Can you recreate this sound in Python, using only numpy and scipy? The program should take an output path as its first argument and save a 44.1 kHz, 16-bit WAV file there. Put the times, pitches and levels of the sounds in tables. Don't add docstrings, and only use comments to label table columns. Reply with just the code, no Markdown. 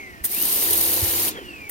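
import sys
import numpy as np
from scipy import signal
from scipy.fft import rfft, irfft
from scipy.io import wavfile

SR = 44100
rng = np.random.default_rng(int(sys.argv[2]) if len(sys.argv) > 2 else 0)


def wav_out(sig):
    wavfile.write(sys.argv[1], SR, np.round(np.clip(np.atleast_2d(sig).T, -1, 1) * 32767).astype(np.int16))


N = 74970
TIME = np.arange(N) / SR
BINS = np.fft.rfftfreq(N, 1 / SR)
SPRAY_LAG_S, MOTOR_LAG_S = .0003178, .00036
FLUTTER_HZ = 190
# frequency_hz, level_db
HISS_SPECTRUM = [(2000, -35), (5000, -7), (6900, -11), (7600, -16), (8100, -1), (8450, 2), (8900, 1),
                 (9450, 7), (10450, 0), (11300, 8.5), (12200, 7), (13500, 9), (15000, 7), (15750, -1)]


def jet(speed, open_s=.243, close_s=1.29, build_s=.08):
    # frequency_hz, level_db
    splash_spectrum = [(600, -6), (1000, -7), (1350, 4), (1550, 3), (1900, 2.5), (2450, -2), (2950, 4.5),
                       (3400, -1.5), (3800, 4.5), (4600, 5), (5200, -1.5), (6200, 0.5), (7000, 3),
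                       (7600, 1), (16000, -3)]
    # frequency_hz, level_db
    roar_spectrum = [(50, -33), (130, 0), (250, -1.5), (400, 5), (650, 2), (1000, 2), (1500, -12),
                     (2500, -15), (8000, -44)]
    held, released = np.maximum(TIME - open_s, 0), np.maximum(TIME - close_s, 0)
    pressure = (TIME > open_s) * from_db(-19 * np.exp(-held / build_s))
    breakup = drift(FLUTTER_HZ)
    hiss = jet_hiss(breakup) * speed ** 1.96
    splash = from_db(-29.5 + .4 * (drift(FLUTTER_HZ) + breakup / 2)) * noise(splash_spectrum)
    splash = (splash + from_db(-34.5) * spatter()) * speed ** .27 * pan(-.4)
    roar = from_db(-38) * noise(roar_spectrum, lag_s=.00023) * speed ** 1.4
    shutoff = from_db(-850 * released)
    settling = from_db(-353 * released)
    left, right = pressure * (hiss * shutoff + (splash + roar) * settling)
    return np.array([echo(left, delay_s=.0043, db=-12), echo(right, delay_s=.0037, db=-12)])


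def jet_hiss(breakup, sputter_s=.003):
    # time_s, level_db
    aim = [(.32, -9), (.375, -14.5), (.44, -16.5), (.6, -19.5), (.67, -20), (.73, -21), (.85, -20),
           (1.0, -22), (1.3, -22.5)]
    # peak_s, boost_db
    sputters = [(0.349, 6.5), (.425, 5), (0.456, 5), (.527, 5), (0.638, 2.5), (.709, 9), (0.733, 8.5),
                (0.74, 3.5), (0.777, 3.5), (0.812, 8), (.827, 5), (.852, 3.5), (.942, 4), (1.161, 4.5),
                (1.207, 4), (1.25, 3)]
    sputter_db = sum(db * np.exp(-((TIME - s) / sputter_s) ** 2) for s, db in sputters)
    flutter = from_db(1.4 * breakup + .3 * drift(rate_hz=30) + sputter_db)
    return from_db(in_time(aim)) * flutter * (noise(HISS_SPECTRUM) + from_db(-11) * drops())


def drops(per_s=4200):
    chance, size, polarity, spot = rng.random((4, N))
    size_db = np.minimum(-np.log(size), 6)
    left = (chance < per_s / SR) * from_db(size_db) * np.sign(polarity - .5)
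    arrival = np.arange(N) + (2 * spot * SPRAY_LAG_S * SR).astype(int)
    right = np.bincount(arrival, left)[:N]
    return rms_one(irfft(rfft([left, right]) * from_db(per_bin(HISS_SPECTRUM) / 2), N))


def spatter(per_s=1100, pitches=20, ring_cycles=23.4):
    out = 0
    for hz in np.geomspace(1874, 7130, pitches):
        chance, size, spot = rng.random((3, N))
        hits = (chance < per_s / pitches / SR) * from_db(3 * np.minimum(-np.log(size), 4))
        decay = np.exp(-np.log(1000) * hz / (ring_cycles * SR))
        resonance = [1, -2 * decay * np.cos(2 * np.pi * hz / SR), decay ** 2]
        rings = signal.lfilter([hz / SR, 0, -hz / SR], resonance, hits + 1e-18)
        out = out + two_sides(rings, 2 * spot[0] * SPRAY_LAG_S)
    return rms_one(out)


def slaps():
    # start_s, level_db, pitch_hz
    fat_drops = [(.652, -24, 3770), (.844, -23, 3820), (.981, -29, 4500), (1.058, -33, 2900)]
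    return two_sides(bumps(fat_drops, rise_s=.0012), SPRAY_LAG_S)


def spits(attack_s=.006, hold_s=.0135, valve_hz=1970, valve_t60_s=.013):
    # start_s, level_db
    pulls = [(0.241, -16), (1.6955, -21)]
    # frequency_hz, level_db
    spit_spectrum = [(500, -10), (1200, -11.5), (1900, -4), (2450, -19), (3000, -13), (4000, -12.5),
                     (5200, -9.5), (6500, -7), (7600, -9), (8500, 5.5), (9600, 0), (11000, -0.5),
                     (14000, 7.5), (15800, 0.5)]
    burst = noise(spit_spectrum) * from_db(1.4 * drift(2 * FLUTTER_HZ))
    out = 0
    for s, db in pulls:
        age = np.maximum(TIME - s, 0)
        envelope = np.minimum(age / attack_s, 1) * from_db(-850 * np.maximum(age - hold_s, 0))
        click = np.sin(2 * np.pi * valve_hz * age) * from_db(-11.5 - 60 * age / valve_t60_s)
        leak = from_db(-8) * spike(s, width_s=.0025)
        out = out + from_db(db) * ((envelope + leak) * burst + click)
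    return out


def motor(shaft_hz, speed):
    # shaft_multiple, level_db, speed_exponent
    tones = [(.265, -44.5, 26), (.8, -57, 11), (.91, -42.5, 3.5), (1.0, -38, 4), (1.2, -45.5, 0.5),
             (1.39, -41, 1.9), (1.51, -43.5, 4.5), (2.0, -51, 0.3), (4.0, -48, 0.3)]
    # frequency_hz, gain_db
    casing = [(90, -1), (150, -7.5), (230, -17), (310, -6), (360, -1), (420, -5), (500, -12.5), (650, -15),
              (820, -7), (1100, -67)]
    # frequency_hz, level_db
    air_spectrum = [(30, -9), (80, 1.5), (130, -22), (190, -1), (350, -1.5), (550, -8), (800, -9),
                    (1200, -8), (1800, -8), (2700, -9), (3600, -19), (5000, -18.5), (8000, -28.5),
                    (15500, -24.5)]
    hum = 0
    for multiple, db, exponent in tones:
        hz = multiple * shaft_hz
        casing_db = np.interp(hz, *np.transpose(casing))
        hum = hum + from_db(db + casing_db) * speed ** exponent * tone(hz, rough=.15, width_hz=9)
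    air = from_db(-39.5) * speed ** 1.04 * noise(air_spectrum, MOTOR_LAG_S)
    return two_sides(hum, MOTOR_LAG_S / 2) + two_sides(fan_whine(shaft_hz), MOTOR_LAG_S) + air


def fan_whine(shaft_hz, blades=11, rough=.55, width_hz=110, wall_delay_s=.1):
    # time_s, level_db
    swells = [(0, -38.5), (.04, -41), (.12, -51), (.2, -55), (.3, -57), (.335, -45), (.37, -43),
              (.42, -45.5), (.48, -52), (1.3, -56), (1.355, -50), (1.372, -42.5), (1.39, -50), (1.43, -53),
              (1.48, -45), (1.6, -43.5), (1.7, -44.5)]
    # blade_rate_multiple, level_db
    partials = [(1, 2), (2, -28), (3, -19.5), (4, -28), (6, -21), (7, -31)]
    blade_hz, level_db = blades * shaft_hz, in_time(swells)
    whine = sum(from_db(db) * tone(k * blade_hz, rough * k, width_hz * np.sqrt(k)) for k, db in partials)
    haze = from_db(-11.5) * tone(blade_hz, rough=.78, width_hz=325)
    earlier = TIME - wall_delay_s
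    coast_hz = -160 * np.minimum(earlier, 0)
    earlier_hz = blades * (np.interp(earlier, TIME, shaft_hz) + coast_hz)
    wall = from_db(np.interp(earlier, TIME, level_db) - 12) * tone(earlier_hz, rough, width_hz)
    pump_turns = .165 * np.cumsum(shaft_hz) / SR
    throb = 1 + .35 * np.sin(2 * np.pi * pump_turns)
    return from_db(level_db) * throb * (whine + haze) + wall


def rattle():
    # peak_s, level_db
    shakes = [(1.356, -43), (1.371, -36), (1.389, -37)]
    # frequency_hz, level_db
    rattle_spectrum = [(100, -10), (190, 3), (400, 3), (800, 3), (1100, 4), (1700, 8), (3300, -5),
                       (4500, -17), (15000, -28)]
    envelope = sum(from_db(db) * spike(s, width_s=.0074) for s, db in shakes)
    return envelope * noise(rattle_spectrum, MOTOR_LAG_S)


def knocks():
    # start_s, level_db, pitch_hz
    hits = [(.375, -33.5, 250), (.43, -31, 260), (.709, -27.5, 415), (1.352, -31, 443), (1.383, -31, 492),
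            (1.414, -30, 378)]
    ping = bumps([(1.48, -50, 4590)], rise_s=.016)
    return two_sides(bumps(hits, rise_s=.0037) + ping, MOTOR_LAG_S / 2)


def wind():
    # frequency_hz, level_db
    rumble_spectrum = [(15, -24), (35, 0), (60, 10.5), (90, 15.5), (140, 12), (400, -14.5)]
    # start_s, level_db, pitch_hz
    puffs = [(.125, -45, 71), (.208, -34.5, 62), (.555, -43, 64.8), (1.023, -20, 87.6), (1.082, -30, 82.5)]
    rumble = from_db(-53.5 + 1.5 * drift(rate_hz=29)) * noise(rumble_spectrum, lag_s=0)
    return bumps(puffs, rise_s=.0092) * pan(2) + rumble * pan(5.5)


def noise(spectrum, lag_s=SPRAY_LAG_S):
    # frequency_hz, coherence
    likeness = [(60, 0.037), (150, 0.12), (330, 0.91), (1000, 0.96), (2200, 0.76), (4000, 0.22),
                (7000, 0.26), (15000, 0.39)]
    direct, *diffuse = rfft(rng.standard_normal((3, N)))
    alike = per_bin(likeness)
    delay = np.exp(-2j * np.pi * BINS * np.array([[0], [lag_s]]))
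    field = np.sqrt(alike) * direct * delay + np.sqrt(1 - alike) * np.array(diffuse)
    return rms_one(irfft(from_db(per_bin(spectrum)) * field, N))


def tone(hz, rough, width_hz):
    rough = np.clip(rough, 0, 1)
    waver = np.sqrt(1 - rough ** 2) + rough * (drift(width_hz) + 1j * drift(width_hz)) / np.sqrt(2)
    return rms_one((waver * np.exp(2j * np.pi * np.cumsum(hz) / SR)).real)


def bumps(rows, rise_s):
    out = 0
    for s, db, hz in rows:
        age = np.maximum(TIME - s, 0)
        envelope = (age / rise_s * np.exp(1 - age / rise_s)) ** 2
        out = out - from_db(db) * envelope * np.sin(2 * np.pi * hz * age)
    return out


def spike(peak_s, width_s):
    return np.exp(-np.abs(TIME - peak_s) / width_s)


def drift(rate_hz):
    return rms_one(irfft(rfft(rng.standard_normal(N)) / (1 + (BINS / rate_hz) ** 2), N))


def echo(x, delay_s, db):
    return x + from_db(db) * np.interp(TIME - np.round(delay_s * SR) / SR, TIME, x, left=0)


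def two_sides(x, lag_s):
    return np.array([x, np.interp(TIME - lag_s, TIME, x)])


def pan(right_db):
    return from_db([[-right_db], [right_db]])


def in_time(rows):
    return np.interp(TIME, *np.transpose(rows))


def per_bin(points):
    hz, value = np.transpose(points)
    return np.interp(np.log(BINS + 1), np.log(hz), value)


def from_db(db):
    return 10 ** (np.asarray(db) / 20)


def rms_one(x):
    return x / np.sqrt(np.mean(x ** 2) + 1e-20)


def scene():
    # time_s, shaft_hz
    shaft_curve = [(0, 201), (.1, 181), (.2, 164), (.28, 158), (.33, 203), (.4, 257), (.45, 280),
                   (.53, 298), (.62, 324), (.71, 343), (1.27, 343.5), (1.32, 318), (1.37, 296), (1.44, 270),
                   (1.52, 243.6), (1.6, 222.3), (1.7, 200)]
    shaft_hz = in_time(shaft_curve)
    speed = shaft_hz / 343
    return jet(speed) + slaps() + rattle() + spits() + motor(shaft_hz, speed) + knocks() + wind()


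def record(dry, cutoff_hz=15800):
    return signal.sosfilt(signal.ellip(12, .1, 80, cutoff_hz, fs=SR, output="sos"), dry)


dry = scene()
out = record(dry)
wav_out(out)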